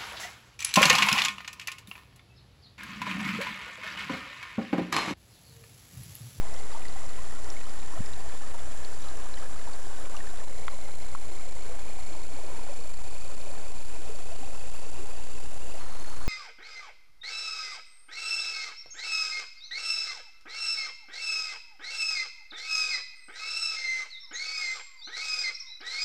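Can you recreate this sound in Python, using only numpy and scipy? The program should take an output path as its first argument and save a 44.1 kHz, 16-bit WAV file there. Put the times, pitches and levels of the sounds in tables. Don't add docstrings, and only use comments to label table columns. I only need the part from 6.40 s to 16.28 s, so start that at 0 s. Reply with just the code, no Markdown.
import sys
import numpy as np
from scipy import signal
from scipy.fft import rfft, irfft, next_fast_len
from scipy.io import wavfile

SR = 44100
rng = np.random.default_rng(int(sys.argv[2]) if len(sys.argv) > 2 else 0)


def waveform_to_disk(signal):
    frames = np.transpose(np.atleast_2d(signal))
    scaled = np.clip(frames, -1, 1) * 32767
    samples = np.round(scaled).astype(np.int16)
    wavfile.write(sys.argv[1], SR, samples)


N = 435708
TIME = np.arange(N) / SR
BAND_LIMIT_HZ = 11500


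def gain_of(db):
    return 10 ** (np.asarray(db) / 20)


def unit_rms(x):
    return x / np.sqrt(np.mean(x ** 2) + 1e-20)


def coloured(x, spectrum):
    size = next_fast_len(N, True)
    hz = np.fft.rfftfreq(size, 1 / SR)
    row_hz, row_db = np.transpose(spectrum)
    db = np.interp(np.log(hz + 1), np.log(row_hz + 1), row_db)
    return unit_rms(irfft(rfft(x, size) * gain_of(db), size)[:N])


def wander(bandwidth_hz):
    size = next_fast_len(N, True)
    hz = np.fft.rfftfreq(size, 1 / SR)
    lowpass = np.exp(-(hz / bandwidth_hz) ** 2)
    return unit_rms(irfft(rfft(rng.standard_normal(size)) * lowpass, size)[:N])


def add(mix, start_s, sound):
    part = mix[max(round(start_s * SR), 0):][:len(sound)]
    part += sound[:len(part)]


# start in seconds, first picture read-out in seconds,
# whine level in dB, chirp level in dB, chirp sweep in Hz per picture.
PLACES = [(0, 0.023, -55, -57.5, 303), (4.035, 4.0462, -55.5, -57.5, 490), (9.395, 9.427, -60.5, -57, 249)]

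def place_index():
    return np.searchsorted([row[0] for row in PLACES[1:]], TIME)


# frequency in Hz, relative density in dB.
RUMBLE_SPECTRUM = [(3, 5), (12, 1.5), (30, -1.5), (70, 0), (110, -8), (180, -14), (400, -46.5)]

def rumble(level_db=-48):
    return gain_of(level_db) * coloured(rng.standard_normal(N), RUMBLE_SPECTRUM)


# time in seconds, level in dB.
DRONE_LEVELS = [(0, -60.5), (1.5, -58.5), (2.1, -54), (2.8, -52), (3.3, -61.5), (4.0, -76)]

def drone(hz=68, drift_hz=3):
    turns = np.cumsum(hz + drift_hz * wander(5)) / SR
    level_db = np.interp(TIME, *np.transpose(DRONE_LEVELS))
    return gain_of(level_db) * unit_rms(np.sin(2 * np.pi * turns))


# time in seconds, Hz during a picture, Hz during read-out.
CHIRP_TRACKS = [
    [(0, 2029, 100.1), (4.035, 1510, 478.2)],
    [(4.035, 2135, 4100), (6.5, 2425, 4412), (9.4, 2722, 4670)],
    [(9.4, 4250, 6345), (9.88, 4344, 6470)],
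]

def electronics(pictures_per_s=29.645, readout_share=.27, whine_hz=7235.1,
                jitter_hz=50, waver_db=1.57, buzz_db=-41, dip_share=.13):
    place = place_index()
    _, first_readout_s, whine_db, chirp_db, sweep_hz = np.array(PLACES)[place].T
    cycle = ((TIME - first_readout_s) * pictures_per_s) % 1
    from_readout = np.minimum(cycle, 1 - cycle)
    supply_dip = np.exp(-(from_readout / dip_share) ** 2)
    tracks = [np.transpose(rows) for rows in CHIRP_TRACKS]
    picture_hz = np.choose(place, [np.interp(TIME, s, hz) for s, hz, _ in tracks])
    readout_hz = np.choose(place, [np.interp(TIME, s, hz) for s, _, hz in tracks])
    swept_hz = picture_hz + sweep_hz * (cycle - .5)
    chirp_hz = np.where(from_readout < readout_share / 2, readout_hz, swept_hz)
    turns = np.cumsum(chirp_hz + jitter_hz * wander(130)) / SR
    waver = gain_of(waver_db * wander(35))
    chirp = gain_of(chirp_db) * unit_rms(waver * np.sin(2 * np.pi * turns))
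    whine = gain_of(whine_db) * unit_rms(np.sin(2 * np.pi * whine_hz * TIME))
    return chirp + whine - gain_of(buzz_db) * supply_dip


# centre in seconds, envelope peak in dB, pitch in Hz, half-width in seconds.
BUMP_JOLTS = [(1.597, -29.5, 84, 0.0077), (1.6064, -25, 166, 0.0035), (1.617, -39.5, 100.6, .012)]

def bump():
    out = np.zeros(N)
    for centre_s, db, hz, half_width_s in BUMP_JOLTS:
        t = TIME - centre_s
        out -= gain_of(db) * np.exp(-(t / half_width_s) ** 2) * np.sin(2 * np.pi * hz * t)
    return out


# frequency in Hz, relative level in dB, t60 in seconds.
CASE_MODES = [(1110, -7, 0.025), (1325, -1, 0.014), (1980, -3, 0.0088), (3230, -4, 0.0059)]
# start in seconds, peak in dB, contact time in seconds.
CASE_CLICKS = [(4.2813, -19.5, 0.00032), (4.7498, -24, 0.0009)]

def case_clicks(highpass_hz=850):
    out, t = np.zeros(N), np.arange(SR // 20) / SR
    ring = sum(gain_of(db - 60 * t / t60) * np.cos(2 * np.pi * hz * t) for hz, db, t60 in CASE_MODES)
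    ring = signal.sosfilt(signal.butter(3, highpass_hz, "high", fs=SR, output="sos"), ring)
    for start_s, peak_db, contact_s in CASE_CLICKS:
        push = np.sin(np.pi * np.minimum(t / contact_s, 1)) ** 2
        click = signal.fftconvolve(ring, push)
        add(out, start_s, -gain_of(peak_db) * click / abs(click).max())
    return out


def bubble(hz, t60_s, rise_share):
    t = np.arange(int(max(t60_s, .002) * SR)) / SR
    envelope = gain_of(-60 * t / t60_s) * (1 - np.exp(-1.5 * hz * t))
    return envelope * np.sin(2 * np.pi * hz * t * (1 + rise_share * t / t60_s / 2))


def bubble_swarm(low_hz, high_hz, per_s, ring_cycles, spread_db, pitch_count=80):
    out = np.zeros(N)
    rings = [hz * bubble(hz, ring_cycles * rng.uniform(.5, 1.5) / hz, rise_share=rng.uniform(0, .25))
             for hz in np.geomspace(low_hz, high_hz, pitch_count)]
    for moment, pitch, strength in rng.random((int(per_s * N / SR), 3)):
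        boost_db = spread_db * min(-np.log(1 - strength), 3)
        add(out, moment * N / SR, gain_of(boost_db) * rings[int(pitch * pitch_count)])
    return unit_rms(out)


def rim_fizz(level_db=-61):
    fizz = bubble_swarm(1400, 6000, per_s=220, ring_cycles=32, spread_db=2.5, pitch_count=40)
    return gain_of(level_db) * fizz * (place_index() == 0)


FLOW_DB = [-48.2, -49.5, -47.5]
# centre in seconds, change in dB, half-width in seconds.
FLOW_SURGES = [(5.1, -0.8, .15), (5.37, 1.5, .09), (6.15, 3.5, .16), (6.561, -3, .13), (6.8, -2, .07),
               (7.207, 1.9, .11), (7.418, -1.5, .05)]

def flow_db(flutter_db=.63):
    surges_db = sum(db * np.exp(-((TIME - centre_s) / half_width_s) ** 2)
                    for centre_s, db, half_width_s in FLOW_SURGES)
    return np.array(FLOW_DB)[place_index()] + surges_db + flutter_db * wander(13)


# frequency in Hz, relative gain in dB.
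ICE_HOLE_EQ = [(120, -15), (220, -1.5), (300, -1.5), (450, 1), (880, 2), (1300, -4), (2000, -11.5),
               (3000, -20), (5500, -25), (9000, -32.5)]
BANK_EQ = [(120, -14.5), (220, -3.5), (300, -4), (380, -1.4), (550, 0.5), (750, -1.2), (920, -1),
           (1100, -8.5), (1800, -15.5), (3500, -24.5), (9000, -37.5)]
OPEN_WATER_EQ = [(120, -10), (220, 0), (450, 1.5), (950, 4), (1400, -2), (2100, -9.5), (4000, -21),
                 (9000, -33)]

def creek(wash_weight_db=-2, gurgle_weight_db=-5):
    gurgle = bubble_swarm(240, 6000, per_s=1400, ring_cycles=24, spread_db=3.5)
    water = gain_of(wash_weight_db) * rng.standard_normal(N) + gain_of(gurgle_weight_db) * gurgle
    by_place = [coloured(water, eq) for eq in (ICE_HOLE_EQ, BANK_EQ, OPEN_WATER_EQ)]
    return np.choose(place_index(), by_place) * gain_of(flow_db())


def plink(hz, gain_db, t60_at_1khz_s=.05, swell_cycles=1.6, splash_t60_s=.013, splash_octaves=.6):
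    ring = bubble(hz, t60_at_1khz_s * (1000 / hz) ** .8, rise_share=.17)
    t = np.arange(len(ring)) / SR
    swell = 1 - np.exp(-hz * t / swell_cycles)
    band_hz = np.minimum(hz * 2. ** np.array([-splash_octaves, splash_octaves]), BAND_LIMIT_HZ)
    bandpass = signal.butter(2, band_hz, "band", fs=SR, output="sos")
    splash = unit_rms(signal.sosfilt(bandpass, rng.standard_normal(SR)))[:len(t)]
    splash_db = -15 + 2.5 * np.log2(hz / 1000) - 60 * t / splash_t60_s
    return gain_of(gain_db) * (ring * swell + gain_of(splash_db) * splash)


# start in seconds, pitch in Hz, gain in dB.
NEAR_BUBBLES = [(0.141, 5460, -35), (0.347, 887, -28.5), (0.36, 1117, -35.5), (0.369, 643, -35.5),
                (0.452, 1946, -34.5), (0.483, 4400, -36.5), (0.558, 752, -34), (0.693, 4100, -37.5),
                (0.786, 1022, -34.5), (1.102, 5360, -29.5), (1.166, 2160, -33.5), (1.561, 637, -37),
                (1.661, 5140, -35), (1.734, 3799, -36), (2.033, 1217, -37.5), (2.144, 904, -35),
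                (2.448, 4300, -32.5), (2.685, 3898, -36.5), (2.94, 3920, -35), (2.975, 1890, -36.5),
                (3.022, 1265, -35.5), (3.273, 906, -33), (3.333, 4380, -36.5), (3.745, 1150, -32),
                (3.765, 5770, -32.5), (3.767, 2760, -35), (3.804, 1806, -32), (3.87, 1730, -36),
                (4.329, 980, -37.5), (4.911, 349, -38), (5.309, 493, -33), (5.93, 273, -37),
                (6.032, 610, -35), (6.293, 560, -31.5), (7.691, 421, -32.5), (7.915, 650, -34),
                (8.006, 264, -38.5), (8.028, 763, -33.5), (8.586, 363, -36.5)]
# count per second, lowest pitch in Hz,
# highest pitch in Hz, mean gain in dB.
STRAY_BUBBLES = [(9, 1100, 5800, -41.5), (1.5, 300, 900, -41)]

def plinks(spread_db=5):
    out = np.zeros(N)
    for start_s, hz, db in NEAR_BUBBLES:
        add(out, start_s, plink(hz, db))
    for (per_s, low_hz, high_hz, db), here, following in zip(STRAY_BUBBLES, PLACES, PLACES[1:]):
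        start_s, stay_s = here[0], following[0] - here[0]
        for moment, pitch, strength in rng.random((int(per_s * stay_s), 3)):
            hz = low_hz * (high_hz / low_hz) ** pitch
            add(out, start_s + moment * stay_s, plink(hz, db + spread_db * (strength - .5)))
    return out


def scene():
    bed = creek() + rim_fizz() + rumble() + drone()
    camera = case_clicks() + bump() + electronics()
    return (bed + camera + plinks())[None]


# frequency in Hz, relative density in dB.
HISS_SPECTRUM = [(100, -3), (2000, -0.5), (4500, -6), (7500, -6.5), (11000, -2.5), (13000, -1.5)]

def record(dry, step=1 / 64, bias=-.0008, offset_steps=-9, input_hiss_db=-53, output_hiss_db=-54.5):
    readings = dry + bias + gain_of(input_hiss_db) * rng.standard_normal(size=(3, N))
    stepped = step * np.round(readings / step).mean(axis=0, keepdims=True)
    hiss = gain_of(output_hiss_db) * coloured(rng.standard_normal(N), HISS_SPECTRUM)
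    lowpass = signal.firwin(141, BAND_LIMIT_HZ, window=("kaiser", 7), fs=SR)
    return signal.oaconvolve(stepped + hiss, lowpass[None], "same") + offset_steps * step


dry = scene()
out = record(dry)
waveform_to_disk(out)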